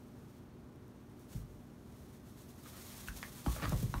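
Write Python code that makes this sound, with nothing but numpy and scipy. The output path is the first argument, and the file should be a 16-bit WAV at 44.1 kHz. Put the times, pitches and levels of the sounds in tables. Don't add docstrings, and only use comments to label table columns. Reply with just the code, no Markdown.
import sys
import numpy as np
from scipy import signal
from scipy.fft import rfft, irfft
from scipy.io import wavfile

SR = 44100
rng = np.random.default_rng(int(sys.argv[2]) if len(sys.argv) > 2 else 0)


def materialize(psi):
    bounded = np.clip(np.atleast_2d(psi).T, -1, 1)
    quanta = np.round(bounded * 32767).astype(np.int16)
    wavfile.write(sys.argv[1], SR, quanta)


N = 176400


def from_db(db):
    return 10 ** (np.asarray(db) / 20)


def rms_one(x):
    return x / np.sqrt(np.mean(x ** 2) + 1e-20)


def at_hz(points, hz):
    points_hz, values = np.transpose(points)
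    return np.interp(np.log(np.maximum(hz, 1)), np.log(points_hz), values)


def coloured(x, spectrum):
    gain = from_db(at_hz(spectrum, np.fft.rfftfreq(N, 1 / SR)))
    return rms_one(irfft(rfft(x) * gain, N))


def highpass(x, hz, order=2):
    return signal.sosfilt(signal.butter(order, hz, "high", fs=SR, output="sos"), x)


def add(out, start_s, sound):
    i = int(start_s * SR)
    out[i:i + len(sound)] += sound[:N - i]


def ring(t, hz, t60_s):
    return np.sin(2 * np.pi * hz * t) * from_db(-60 * t / t60_s)


def grains(per_s, spread_db):
    sizes = from_db(spread_db * np.minimum(rng.exponential(1, N), 5))
    return rms_one(sizes * rng.choice([-1, 1], N) * (rng.random(N) < per_s / SR))


def wander(per_s):
    return coloured(rng.standard_normal(N), [(per_s / 2, 0), (per_s * 2, -60)])


def room(x, build_s=0.005):
    # frequency in Hz, t60 in seconds.
    decay = [(100, 0.82), (400, 0.19), (1300, 0.16), (4000, 0.094), (12000, 0.043)]
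    t, tail = np.arange(SR // 2) / SR, 0
    edges_hz = np.geomspace(40, 16000, 9)
    for low_hz, high_hz in zip(edges_hz, edges_hz[1:]):
        bandpass = signal.butter(2, [low_hz, high_hz], "band", fs=SR, output="sos")
        band = signal.sosfilt(bandpass, rng.standard_normal(len(t)))
        t60_s = at_hz(decay, np.sqrt(low_hz * high_hz))
        tail += band * from_db(-60 * t / t60_s)
    tail *= 1 - np.exp(-t / build_s)
    return signal.fftconvolve(x, tail / np.linalg.norm(tail))[:N]


def hay(gain_db=4, rub_share=0.64, flicker_db=0.86):
    # time in seconds, level in dB.
    stirring = [(0, -76.5), (.35, -76), (.5, -81.5), (1.0, -79), (1.5, -75), (1.8, -78), (1.95, -71.5),
                (2.15, -71), (2.22, -77.5), (2.55, -69), (2.8, -59), (3.0, -57), (3.12, -61), (3.24, -58),
                (3.44, -64), (3.6, -58), (3.8, -60), (4.0, -61)]
    # centre in seconds, width in seconds, level in dB.
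    rustles = [(0.292, 0.043, -80), (0.377, 0.033, -76), (1.227, 0.066, -73.5), (1.329, 0.058, -63.5),
               (1.376, 0.069, -66.5), (2.283, 0.068, -70), (2.405, 0.058, -66.5), (2.503, 0.029, -65.5),
               (2.688, 0.049, -60), (3.086, 0.024, -57), (3.177, 0.032, -56), (3.395, 0.066, -59.5),
               (3.472, 0.045, -57), (3.536, 0.066, -51.5), (3.722, 0.099, -58.5), (3.81, 0.072, -56.5)]
    # frequency in Hz, relative level in dB.
    spectrum = [(290, -68), (500, -3), (792, -4), (1150, -1.5), (1290, -5.5), (1930, -5.5), (2840, -7.5),
                (3380, -4.5), (4910, -5.5), (6450, -4), (7560, -5.5), (11800, -5), (15500, -9)]
    t = np.arange(N) / SR
    power = from_db(np.interp(t, *np.transpose(stirring))) ** 2
    for centre_s, width_s, db in rustles:
        power += from_db(db) ** 2 * np.exp(-(2 * (t - centre_s) / width_s) ** 2)
    rub = np.sqrt(rub_share) * rng.standard_normal(N)
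    crackle = np.sqrt(1 - rub_share) * grains(per_s=5500, spread_db=2.5)
    stalks = highpass(coloured(rub + crackle, spectrum), hz=300)
    flicker = from_db(flicker_db * wander(per_s=75))
    return from_db(gain_db) * np.sqrt(power) * flicker * stalks


def appliance(air_db=-56, waver_rad=0.19):
    # frequency in Hz, relative level in dB.
    spectrum = [(20, -12), (40, -8.5), (55, -1.5), (75, -2.5), (125, -5), (175, -4.5), (250, -5.5),
                (320, -9), (400, -9), (490, -15), (600, -19.5), (800, -20), (1250, -23), (2000, -31),
                (3000, -35.5), (6000, -42), (15500, -61)]
    # frequency in Hz, rms level in dB.
    tones = [(86, -68), (119, -64), (141, -66), (200, -66.5), (241, -62), (296, -69), (360, -71.5),
             (602, -76)]
    t = np.arange(N) / SR
    out = from_db(air_db) * coloured(rng.standard_normal(N), spectrum)
    for hz, db in tones:
        phase = 2 * np.pi * (hz * t + rng.random()) + waver_rad * wander(per_s=15)
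        out += np.sqrt(2) * from_db(db) * np.sin(phase)
    return out


def snaps(t60_s=0.015):
    # start in seconds, level in dB.
    breaks = [(.3, -66), (.35, -68), (0.759, -66), (.88, -61), (1.195, -57.5), (2.634, -52), (3.076, -54),
              (3.694, -38), (3.726, -43), (3.775, -44), (3.828, -43), (3.966, -54)]
    out, t = np.zeros(N), np.arange(SR // 20) / SR
    for start_s, db in breaks:
        add(out, start_s, from_db(db - 60 * t / t60_s) * rng.standard_normal(len(t)))
    return highpass(out, hz=3500)


def floorboards(attack_s=0.0075, release_s=0.0064, ring_delay_s=0.00912, room_db=-19):
    # start in seconds, level in dB, first and last pitch in Hz,
    # fall time in seconds, length in seconds, level of the boards' ring in dB.
    thumps = [(1.349, -35, 165, 85, 0.019, 0.017, -45.5), (3.085, -47, 112, 52, 0.0091, 0.018, -48),
              (3.464, -29, 362.4, 51.5, 0.0135, 0.051, -41), (3.626, -36.5, 192, 96, .02, 0.04, -50.5),
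              (3.664, -37, 148, 78, .015, 0.041, -41), (3.722, -28, 179.6, 45, .032, 0.039, -39),
              (3.8276, -29, 270, 118, 0.0097, .026, -46), (3.88, -45.5, 129, 85, 0.014, 0.011, -52),
              (3.9405, -38.5, 346, 55, 0.013, 0.045, -47), (3.969, -26.5, 170, 60, 0.0067, 0.009, -41)]
    # frequency in Hz, relative level in dB, t60 in seconds.
    modes = [(44, 12, 0.3), (59.7, 4, 0.34), (91, 4, 0.19), (123, -5, 0.083), (134.6, 5, 0.14),
             (172, 4, 0.14), (265, 3.5, 0.079)]
    out, t = np.zeros(N), np.arange(SR // 2) / SR
    boards = sum(from_db(db) * ring(t, hz, t60_s) for hz, db, t60_s in modes)
    boards *= 1 - np.exp(-t / ring_delay_s)
    for start_s, db, first_hz, last_hz, fall_s, length_s, ring_db in thumps:
        hz = last_hz + (first_hz - last_hz) * np.exp(-(t / fall_s) ** 2)
        push = np.minimum(t / attack_s, 1) * np.exp(-np.maximum(t - length_s, 0) / release_s)
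        add(out, start_s, from_db(db) * push * np.sin(2 * np.pi * np.cumsum(hz) / SR))
        add(out, start_s + ring_delay_s, from_db(ring_db) * boards)
    return out + from_db(room_db) * room(out)


def skid(edge_s=0.0072, room_db=-10):
    # start in seconds, length in seconds, level in dB.
    drags = [(2.654, 0.014, -57), (2.728, 0.068, -61), (2.893, 0.043, -62.5), (3.577, 0.147, -53),
             (3.621, 0.034, -43)]
    # frequency in Hz, relative level in dB.
    spectrum = [(60, 8), (170, 8), (290, 17), (420, 14), (560, 14), (760, 11), (1050, 10), (1230, 18),
                (1380, 12.5), (1600, 12.5), (1850, 8.5), (2400, 6.5), (3200, 1.5), (4800, -1), (7000, -13)]
    pressure, t = np.zeros(N), np.arange(N) / SR
    for start_s, length_s, db in drags:
        end_s = start_s + length_s
        corners_s = [start_s - edge_s, start_s + edge_s, end_s, end_s + edge_s]
        pressure += from_db(db) * np.interp(t, corners_s, [0, 1, 1, 0])
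    slips = grains(per_s=3800, spread_db=2.0)
    out = pressure * coloured(slips, spectrum)
    return out + from_db(room_db) * room(out)


def hooves(contact_s=0.00026, low_cut_ratio=0.41, room_db=-8.5):
    # start in seconds, level in dB, pitch in Hz, second mode in Hz,
    # base t60 in seconds, hardness as gain in dB on all modes but the first.
    knocks = [(3.0766, -49, 1690, 2560, 0.012, 11), (3.0846, -37, 1557, 2680, 0.03, -7),
              (3.2289, -35.5, 1260, 1940, 0.0093, 9.5), (3.236, -41.5, 1720, 2050, 0.027, -10),
              (3.4626, -34, 853, 1220, 0.025, 1), (3.481, -44, 1100, 1650, 0.073, -10),
              (3.563, -43, 610, 1320, 0.038, 3), (3.599, -46.5, 1200, 1540, 0.033, 0),
              (3.6561, -35.5, 1260, 1630, 0.02, 3.5), (3.7226, -31.5, 640, 1000, 0.015, -9),
              (3.7305, -37.5, 510, 1080, 0.023, 3), (3.786, -48.5, 426, 620, .025, -22),
              (3.829, -44, 418, 1080, 0.051, -10), (3.9406, -31, 1054, 1360, 0.021, -0.5),
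              (3.9818, -46, 1020, 2110, 0.013, 4.5)]
    # relative level in dB, share of the base t60.
    main_modes = [(7.5, 0.47), (3.5, 0.46)]
    # multiple of the pitch, relative level in dB, share of the base t60.
    overtones = [(2.55, -13, 1), (3.65, -5, 0.33), (5.5, -13, 0.49)]
    out, t = np.zeros(N), np.arange(SR // 10) / SR
    for start_s, db, pitch_hz, second_hz, t60_s, hard_db in knocks:
        modes = [(pitch_hz, *main_modes[0]), (second_hz, *main_modes[1])]
        modes += [(pitch_hz * ratio, mode_db, share) for ratio, mode_db, share in overtones]
        knock = sum(from_db(mode_db + hard_db * (k > 0)) * ring(t, hz, t60_s * share)
                    for k, (hz, mode_db, share) in enumerate(modes))
        knock *= 1 - np.exp(-t / contact_s)
        add(out, start_s, from_db(db) * highpass(knock, pitch_hz * low_cut_ratio, order=4))
    return out + from_db(room_db) * room(out)


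def scene():
    return (hay() + appliance() + snaps() + floorboards() + skid() + hooves())[None]


def record(dry):
    # centre in Hz, width in Hz, gain in dB.
    dips = [(4900, 160, -3.5), (7540, 420, -2), (10520, 500, -4)]
    low_cut_hz, high_cut_hz = 32.4, 15750
    hz = np.fft.rfftfreq(2 * N, 1 / SR)
    ripple_db = sum(db * np.exp(-((hz - centre_hz) / width_hz) ** 2) for centre_hz, width_hz, db in dips)
    low_cut = 1 - 1 / (1 + (hz / low_cut_hz) ** 6)
    high_cut = np.clip((high_cut_hz - hz) / 200 + .5, 0, 1)
    return irfft(rfft(dry, 2 * N) * from_db(ripple_db) * high_cut * low_cut)[:, :N]


dry = scene()
out = record(dry)
materialize(out)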